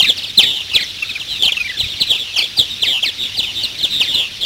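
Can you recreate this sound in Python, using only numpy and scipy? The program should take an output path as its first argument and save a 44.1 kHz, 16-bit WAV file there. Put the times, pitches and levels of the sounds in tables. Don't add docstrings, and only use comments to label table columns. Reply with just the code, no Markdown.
import sys
import numpy as np
from scipy import signal
from scipy.fft import rfft, irfft, next_fast_len
from scipy.io import wavfile
from scipy.ndimage import uniform_filter1d, map_coordinates

SR = 44100
rng = np.random.default_rng(int(sys.argv[2]) if len(sys.argv) > 2 else 0)


def to_wav(s):
    ch = np.atleast_2d(s).T
    pcm = np.round(np.clip(ch, -1, 1) * 32767)
    wavfile.write(sys.argv[1], SR, pcm.astype(np.int16))


def how_loud(loudness_db):
    steps = np.asarray(loudness_db, float) / 20
    return 10 ** steps


N = 196597

# (frequency [Hz], level [dB])
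THROAT_TONE = [(1500, -13.5), (2300, -8.5), (3300, -0.5), (4500, 1), (7000, -11.5)]
LOUDEST_HZ = 3600


def unit(x):
    return x / np.sqrt(np.mean(x ** 2) + 1e-20)


def along(points, hz):
    f, v = np.transpose(points)
    return np.interp(np.log(hz + 1), np.log(f + 1), v)


def curve(rows):
    return np.interp(np.arange(N) / SR, *np.transpose(rows))


def wobble(rate, size=N):
    knots = rng.standard_normal(int(size * rate / SR) + 4)
    return map_coordinates(knots, [np.arange(size) * rate / SR])


def filtered(x, response):
    m = next_fast_len(N + 8192)
    return irfft(rfft(x, m) * response(np.fft.rfftfreq(m, 1 / SR)), m)[:N]


def throat(x):
    return filtered(x, lambda hz: how_loud(along(THROAT_TONE, hz)))


def rush(spectrum, patchy_db):
    z = signal.stft(rng.standard_normal(N + 512), nperseg=512)[2]
    field = uniform_filter1d(rng.standard_normal(z.shape), 5, 0)
    field = uniform_filter1d(field, 4, 1)
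    x = signal.istft(z * how_loud(patchy_db * unit(field)), nperseg=512)[1][:N]
    return unit(filtered(x, lambda hz: how_loud(along(spectrum, hz))))


def add(track, s, sound):
    track[SR + round(s * SR):][:len(sound)] += sound


def whistle(hz, overtone_db):
    phase = 2 * np.pi * np.cumsum(hz) / SR
    return np.sin(phase) + how_loud(overtone_db) * np.sin(2 * phase)


def echoed(sound, echo_db, chance):
    out = np.pad(sound, (0, SR // 30))
    add(out, .003 + .003 * chance[0] - 1, how_loud(echo_db - 2 * chance[1]) * sound)
    for late, size in chance[2:].reshape(-1, 2):
        add(out, .006 + .018 * late - 1, how_loud(echo_db - 9 - 8 * late - 5 * size) * sound)
    return out


def slide(u, bend=.8):
    held = 1.12 * u ** 2 / (u + .12)
    return (np.exp(-bend * held) - np.exp(-bend)) / (1 - np.exp(-bend))


def chirps(rows, glide, flutter_db, overtone_db, echo_db, fade, tail=0, rise=1.7):
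    track = np.zeros(N + 2 * SR)
    flutter, quiver = wobble(190, N + SR), wobble(260, N + SR)
    for (s, length, start_hz, end_hz, db, top), chance in zip(rows, rng.random((len(rows), 8))):
        u = np.linspace(0, 1 + tail, max(round(length * (1 + tail) * SR), 9))
        first = round(abs(s) * SR)
        at = slice(first, first + len(u))
        top = np.clip(top, .2, .92)
        falling = np.abs(np.sin(np.pi / 2 * (1 + tail - u) / (1 + tail - top))) ** fade
        swell = np.where(u < top, np.sin(np.pi / 2 * u / top) ** rise, falling)
        hz = end_hz + (start_hz - end_hz) * glide(u) + 35 * quiver[at]
        note = how_loud(db + flutter_db * flutter[at]) * swell * whistle(hz, overtone_db)
        add(track, s, echoed(note, echo_db, chance))
    return track[SR:SR + N]


def falls():
    # (time [s], length [s], start [Hz], end [Hz], peak [dB])
    close_calls = [(-.011, 0.032, 3780, 2556, -2), (.016, 0.019, 4750, 3600, -9),
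                   (.04, 0.019, 2970, 2073, -1), (.08, 0.031, 4400, 3025, -6.5),
                   (.555, 0.023, 4300, 3420, -18), (.428, 0.015, 4020, 3366, -5),
                   (.73, 0.028, 2990, 2240, -11), (.757, 0.046, 3100, 1613, -9),
                   (1.784, 0.013, 4495, 3980, -15.5), (2.01, 0.012, 4670, 3870, -7.5),
                   (2.358, 0.036, 3410, 2145, -9), (2.387, .02, 3400, 2703, -10),
                   (2.377, 0.0172, 4904, 4254, -14.5), (2.572, 0.028, 4750, 3750, -9),
                   (2.595, 0.032, 3950, 3030, -5.5), (2.588, 0.012, 3780, 3170, -5.5),
                   (3.385, 0.012, 4457, 3866, -13.5), (3.427, 0.026, 3130, 2410, -12.5),
                   (3.707, .012, 3270, 2750, -23), (4.19, 0.024, 4010, 3030, -17.5),
                   (4.444, 0.032, 4630, 3530, -2)]
    # (time [s], start [Hz], end [Hz], peak [dB])
    steep = [
        (.602, 3757, 2240, -17),
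        (.696, 4040, 3100, -20.5),
        (.878, 4950, 3830, -40),
        (.945, 2800, 2330, -26),
        (1.543, 2380, 1750, -19),
        (1.822, 2320, 1810, -19),
        (3.092, 3600, 2300, -20.5),
        (3.285, 2970, 2400, -30),
        (3.235, 2910, 2320, -15.5),
    ]
    # (time [s], start [Hz], end [Hz], peak [dB])
    common = [(.028, 2140, 1960, -12), (.066, 3976, 3460, -16), (.713, 3040, 2460, -16.5),
              (1.835, 2770, 2200, -16), (1.878, 4830, 3430, -23), (1.879, 3590, 2930, -25.5),
              (1.984, 2450, 2000, -22.5), (2.146, 4000, 3470, -16), (2.158, 2860, 2220, -15.5),
              (2.334, 3600, 2460, -21.5), (2.846, 3300, 2680, -24), (3.207, 3300, 2700, -24.5),
              (3.255, 3420, 2720, -38), (3.865, 3000, 2400, -17.5), (3.92, 3250, 2320, -26),
              (3.985, 3180, 2420, -28), (4.402, 4610, 2787, -16.5), (4.441, 3070, 2710, -18)]
    # (time [s], start [Hz], end [Hz], peak [dB])
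    gentle = [(.066, 1920, 1650, -15), (.074, 2450, 2100, -17), (.291, 3940, 3470, -21),
              (.434, 2700, 2050, -15.5), (.497, 4120, 3680, -19.5), (.805, 2397, 2100, -11),
              (.984, 2680, 2470, -21), (1.936, 3020, 2780, -22), (2.062, 4310, 3870, -18),
              (2.07, 2580, 2320, -22), (2.438, 2510, 2190, -25), (2.874, 2580, 1830, -19),
              (3.474, 3180, 2560, -27.5)]
    rows = [*close_calls]
    for table, octaves_per_s in [(steep, 34.8), (common, 14), (gentle, 9.7)]:
        rows += [(s, np.log2(a / b) / octaves_per_s, a, b, db) for s, a, b, db in table]
    timed = []
    for s, length, a, b, db in rows:
        top = np.clip(0.93 * np.log(a / LOUDEST_HZ) / np.log(a / b), 0.26, 0.82)
        timed.append((s, length, a, b, db, top))
    return timed


def reedy(table, glide):
    # (frequency [Hz], level [dB])
    octave_tilt = [(4500, 0), (6500, -7)]
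    reeds = chirps([(*row, 0.17) for row in table], glide, flutter_db=1.8, overtone_db=-19,
                   echo_db=-6, fade=4, tail=.25, rise=1.3)
    trail = chirps([(*row[:4], row[4] - 15, .7) for row in table], glide, flutter_db=2.5,
                   overtone_db=-24, echo_db=-14, fade=0.2)
    rows = [(s, length, 2 * a, 2 * b, -17 + 0.32 * db, .65) for s, length, a, b, db in table]
    octaves = chirps(rows, glide, flutter_db=0.5, overtone_db=-28, echo_db=-3.5, fade=0.33, tail=0.11)
    return reeds + trail + filtered(octaves, lambda hz: how_loud(along(octave_tilt, hz)))


def adults():
    # (time [s], length [s], start [Hz], end [Hz], peak [dB])
    arched = [(0.452, 0.028, 3120, 2990, -19.5), (.489, 0.027, 2875, 2550, -32),
              (0.735, 0.017, 4900, 4700, -20), (0.796, 0.031, 4160, 4020, -24.5),
              (.822, 0.014, 2060, 1990, -17.5), (1.438, 0.0081, 4500, 4400, -12.5),
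              (1.768, 0.018, 3650, 3140, -20), (1.905, 0.03, 3870, 3390, -23),
              (2.421, .013, 3305, 3250, -20), (2.426, 0.02, 3547, 3310, -14),
              (2.567, 0.016, 4850, 4470, -18), (2.804, 0.014, 3920, 4150, -30),
              (2.877, 0.019, 3217, 3130, -16), (2.888, 0.048, 4020, 3800, -24.5),
              (3.251, 0.013, 3260, 2670, -22), (3.364, 0.019, 4760, 4700, -22.5),
              (3.626, 0.016, 4600, 4410, -18.5), (3.634, .024, 4300, 3330, -15),
              (4.058, 0.013, 3250, 3170, -19), (4.136, 0.015, 4110, 3900, -16),
              (4.14, 0.019, 2960, 3040, -19)]
    # (time [s], length [s], start [Hz], end [Hz], peak [dB])
    long_falls = [
        (2.817, .07, 4140, 1645, -9.5),
        (3.023, .071, 3620, 1713, -8),
    ]
    # (time [s], length [s], start [Hz], end [Hz], peak [dB])
    held_calls = [
        (.371, .077, 4194, 1808, 0.16),
        (3.997, .06, 3754, 1672, -7),
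    ]
    hold = .05
    slides = chirps(falls(), slide, flutter_db=1.1, overtone_db=-19, echo_db=-5.5, fade=2.47, tail=0.56)
    reeds = reedy(long_falls, lambda u: slide(u, 2.4))
    reeds = reeds + reedy(held_calls, lambda u: slide(np.maximum(u - hold, 0) / (1 - hold), 1.65))
    warbles = chirps([(*row, .36) for row in arched], lambda u: 1 - u ** 2, flutter_db=3.2,
                     overtone_db=-33, echo_db=-11, fade=0.22)
    return throat(slides + reeds) + warbles


def chorus(count):
    # (time [s], level [dB])
    far_level = [
        (0.0, -28.5),
        (3.85, -28),
        (4.02, -26.5),
        (4.46, -29),
    ]
    # (frequency [Hz], level [dB per Hz])
    blur = [(710, -27), (1200, -22.5), (1520, -17), (2200, -8), (2630, -4), (3620, 2.5), (4660, -8),
            (5710, -8.5), (6590, -18), (9000, -53), (11700, -39), (19800, -120)]
    s, length, pitch, drop, size, top = rng.random((count, 6)).T
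    start_hz = 3000 + 2300 * pitch
    end_hz = start_hz * (.82 - 0.241 * drop)
    rows = np.transpose([s * N / SR, 0.01493 + 0.02936 * length, start_hz, end_hz, 7 * size, 0.11 + 0.21 * top])
    calls = chirps(rows, slide, flutter_db=4.0, overtone_db=-28, echo_db=-9.5, fade=0.99)
    calls = filtered(calls, lambda hz: how_loud(0.088 * along(blur, hz)))
    return how_loud(curve(far_level)) * (how_loud(-10.5) * unit(calls) + how_loud(-1.5) * rush(blur, patchy_db=2.5))


def insect():
    # (time [s], level [dB])
    insect_level = [
        (0.0, -51),
        (0.17, -62),
        (4.46, -61),
    ]
    clicks = np.sin(2 * np.pi * np.cumsum(140 + 5 * wobble(10.0)) / SR)
    gate = np.maximum(clicks, 0) ** 2
    ring = np.sin(2 * np.pi * np.cumsum(9600 + 70 * wobble(72)) / SR)
    return how_loud(curve(insect_level) + 6.5) * unit(gate * ring)


def breeze():
    # (time [s], peak [dB])
    gusts = [
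        (1.465, -43),
        (1.801, -34),
        (1.83, -26.5),
        (1.857, -31),
        (1.941, -37),
    ]
    # (time [s], peak [dB])
    ticks = [
        (1.425, -6.5),
    ]
    # (time [s], level [dB])
    wind_level = [
        (0.0, -42),
        (0.66, -44.5),
        (4.46, -42.5),
    ]
    # (frequency [Hz], level [dB per Hz])
    air = [(20, -29), (45, 4), (65, 2), (130, 1.5), (300, -5), (1000, -14.5), (3000, -16), (16000, -24.5)]
    track, t = np.zeros(N + 2 * SR), np.arange(SR // 10) / SR
    for s, db in gusts:
        bump = np.sin(2 * np.pi * 80 * t) * np.exp(-((t - .038) / 0.0049) ** 2)
        add(track, s - .03, how_loud(db + 7.0) * bump)
    for s, db in ticks:
        add(track, s, how_loud(db - 60 * t / .002) * uniform_filter1d(rng.standard_normal(len(t)), size=3))
    hum = how_loud(-48.5 + 1.7 * wobble(6.26)) * np.sin(2 * np.pi * np.cumsum(96 + 2.76 * wobble(8.9)) / SR)
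    noise = how_loud(curve(wind_level) + 1.5 * wobble(3.9)) * rush(air, patchy_db=1.2)
    return track[SR:SR + N] + hum + noise


def nestlings():
    # (time [s], length [s], start [Hz], end [Hz], peak [dB])
    buzzes = [(0.052, 0.083, 3883, 3316, -15), (0.432, 0.13, 3783, 3358, -15),
              (0.448, .095, 3130, 2800, -20.5), (0.527, 0.11, 3244, 2750, -20.5),
              (1.038, 0.086, 3620, 3810, -29), (1.263, 0.13, 3660, 2450, -23.5),
              (1.286, 0.11, 4073, 3660, -20), (1.385, 0.054, 3700, 3345, -19.5),
              (1.43, 0.041, 3126, 2860, -13.5), (1.481, 0.033, 2580, 2277, -21),
              (1.786, 0.1, 4030, 3562, -19.5), (2.08, 0.095, 3563, 2872, -14.5),
              (2.18, .065, 3780, 3296, -18.5), (2.225, 0.12, 3080, 2544, -26),
              (2.694, 0.062, 3800, 3620, -21), (2.861, 0.071, 3728, 3372, -13),
              (2.903, 0.11, 3275, 2657, -14.5), (3.182, 0.1, 3740, 3476, -16),
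              (3.415, 0.056, 3600, 3510, -19), (3.459, 0.057, 3200, 2793, -19.5),
              (3.546, 0.082, 3714, 3600, -18), (3.57, .14, 3250, 2610, -23),
              (3.899, 0.12, 3883, 3553, -13.5), (4.065, 0.076, 3600, 3480, -14.5),
              (4.111, 0.098, 2997, 2860, -20), (4.159, 0.081, 3600, 3100, -12),
              (4.19, 0.1, 2850, 2717, -20), (4.407, 0.067, 3425, 3437, -17)]
    # (peak [dB], depth [Hz])
    shake_depth = [(-21, 117), (-19, 187)]
    track = np.zeros(N + 2 * SR)
    shake = 2 * np.pi * np.cumsum(140 + 14 * wobble(30, N + SR)) / SR
    flutter, quiver = wobble(410, N + SR), wobble(310, N + SR)
    for (s, length, start_hz, end_hz, db), chance in zip(buzzes, rng.random((len(buzzes), 8))):
        u = np.linspace(0, 1, round(length * SR))
        at = slice(round(s * SR), round(s * SR) + len(u))
        depth = 1.05 * np.interp(db, *np.transpose(shake_depth))
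        hz = start_hz + (end_hz - start_hz) * u + depth * (np.sin(shake[at]) + .2 * quiver[at])
        swell = np.abs(np.sin(np.pi * u ** .8)) ** .75 * (1 - .32 * np.cos(shake[at]))
        buzz = how_loud(db + 0.19 * flutter[at]) * swell * whistle(hz, overtone_db=-53)
        add(track, s, echoed(buzz, echo_db=-13.0, chance=chance))
    return track[SR:SR + N]


def strokes():
    # (time [s], length [s], start [Hz], end [Hz], peak
    # [dB])
    thin_falls = [(0.162, 0.026, 3400, 2400, -21.5), (0.166, .044, 6100, 2345, -19.5),
                  (0.2, 0.033, 5500, 3930, -33), (.221, .013, 3170, 2650, -18.5),
                  (.229, 0.014, 5550, 4430, -27), (0.232, 0.031, 4250, 2335, -17),
                  (.261, 0.033, 5000, 4180, -26), (0.792, 0.022, 3950, 2960, -18),
                  (0.812, 0.026, 4830, 4050, -22.5), (0.82, 0.024, 4100, 2900, -18.5),
                  (0.83, 0.023, 7050, 5000, -21.5), (0.941, 0.045, 5050, 2470, -30),
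                  (1.095, 0.034, 4214, 3195, -20.5), (1.195, 0.033, 3990, 2454, -18),
                  (1.68, 0.035, 4300, 2470, -21.5), (1.957, 0.025, 4500, 3410, -26.5),
                  (2.358, 0.043, 6750, 3945, -14.5), (2.385, .046, 3287, 2120, -9.5),
                  (2.407, 0.031, 5050, 4200, -23), (2.439, 0.035, 4120, 2380, -18),
                  (2.476, .021, 4000, 3140, -43), (2.637, 0.053, 3700, 2390, -27.5),
                  (2.677, 0.026, 4030, 2550, -28), (3.05, .048, 4750, 3350, -18.5),
                  (4.051, .036, 2660, 1780, -17.5), (3.341, 0.029, 4000, 2500, -21),
                  (3.782, 0.046, 4550, 2790, -18.5)]
    # (time [s], length [s], start [Hz], end [Hz], peak [dB])
    straight_falls = [
        (0.742, 0.032, 4580, 2897, -5.5),
        (1.447, 0.024, 4450, 2990, -8),
        (1.473, 0.0257, 3300, 2360, -7.5),
        (1.8, 0.022, 3750, 2645, -10.5),
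        (1.996, 0.043, 4850, 2445, -11.5),
        (2.093, .048, 4200, 2446, -9.5),
        (3.373, .043, 4750, 2530, -10.5),
        (3.823, 0.037, 4450, 2860, -7.5),
        (4.144, .017, 4250, 3416, -6.5),
    ]
    # (time [s], length [s], start [Hz], end [Hz], peak [dB])
    hard_notes = [
        (1.423, 0.0061, 3600, 3320, -4),
        (1.432, 0.0068, 3250, 3080, -6.5),
        (1.52, .01, 3590, 2660, -7.5),
        (1.568, 0.013, 2820, 2590, -10),
    ]
    rows = [(s, length, a, b, db, 0.033 + (a - LOUDEST_HZ) / (a - b))
            for s, length, a, b, db in straight_falls]
    straight = chirps(rows, lambda u: slide(u, 0.361), flutter_db=1.0, overtone_db=-18.5,
                      echo_db=-7.5, fade=0.88, tail=0.13, rise=1.12)
    thin = chirps([(*row, .55) for row in thin_falls], lambda u: slide(u, 0.93), flutter_db=1.2,
                  overtone_db=-20, echo_db=-11, fade=.6, rise=.55)
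    snaps = chirps([(*row, .2) for row in hard_notes], lambda u: 1 - u, flutter_db=.8,
                   overtone_db=-24, echo_db=-13, fade=.45, rise=1.1)
    return throat(straight + thin) + snaps


def arch(flat):
    return lambda u: 1 - np.abs((u - .42) / .58) ** flat


def singer():
    # (time [s], length [s], top [Hz], peak [dB], flatness of the top [power])
    song = [
        (1.597, 0.035, 2485, -15, 6.3),
        (1.641, 0.043, 2366, -17.5, 2),
        (1.689, 0.035, 1983, -21.5, 2.9),
        (1.735, 0.039, 1750, -33, 3),
    ]
    # (time [s], start [Hz], peak [dB])
    chortle = [
        (1.021, 2696, -11.5),
        (1.091, 2580, -16.5),
        (1.152, 2514, -15),
    ]
    chortle_s, end_hz = .039, 1150
    drop = lambda u: np.cos(np.pi / 2 * u ** 1.4) ** 2
    notes = np.zeros(N)
    for s, length, hz, db, flat in song:
        notes += chirps([(s, length, hz, .74 * hz, db, .25)], arch(flat), flutter_db=2.4,
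                        overtone_db=-16, echo_db=-12, fade=.7, rise=.8)
    heads = [(s, chortle_s, hz, end_hz, db, .2) for s, hz, db in chortle]
    trails = [(s, chortle_s, hz, end_hz, db / 3 - 32, .6) for s, hz, db in chortle]
    bright = chirps(heads, drop, flutter_db=1.5, overtone_db=-25, echo_db=-11, fade=10, rise=.9)
    faint = chirps(trails, drop, flutter_db=2, overtone_db=-25, echo_db=-10, fade=0.6)
    return notes + bright + faint


def shore(x):
    # (frequency [Hz], time [s])
    decay = [(1500, 0.18), (4000, 0.17), (8000, 0.31)]
    out, step = np.zeros(N + 3 * SR), SR // 4
    for start in range(0, N, step):
        hz, t, z = signal.stft(rng.standard_normal(SR // 2), SR, nperseg=256)
        tail = signal.istft(z * how_loud(-60 * t / along(decay, hz)[:, None]), SR, nperseg=256)[1]
        add(out, start / SR, signal.fftconvolve(x[start:start + step], tail / np.linalg.norm(tail)))
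    return how_loud(-7.0) * filtered(out[SR:SR + N], lambda hz: (hz > 1300) * (hz < 7000))


def scene():
    near = adults() + strokes() + nestlings()
    close = singer()
    echo = shore(near + how_loud(-6) * close)
    return (near + close + echo + chorus(count=320) + insect() + breeze())[None]


def low_pass(x):
    return signal.sosfilt(signal.butter(12, 15820, fs=SR, output="sos"), x)


def record(dry):
    inner_rate = 48000
    x = dry[0] / (1 + np.abs(dry[0] / .99) ** 24) ** (1 / 24)
    exact = np.arange(N) * inner_rate / SR
    slip = (np.round(exact) - exact) * SR / inner_rate
    x = map_coordinates(x, [np.arange(N) + slip], order=5, mode="nearest")
    mix = filtered(x, lambda hz: hz < 15800)[None]
    return low_pass(mix)


dry = scene()
out = record(dry)
to_wav(out)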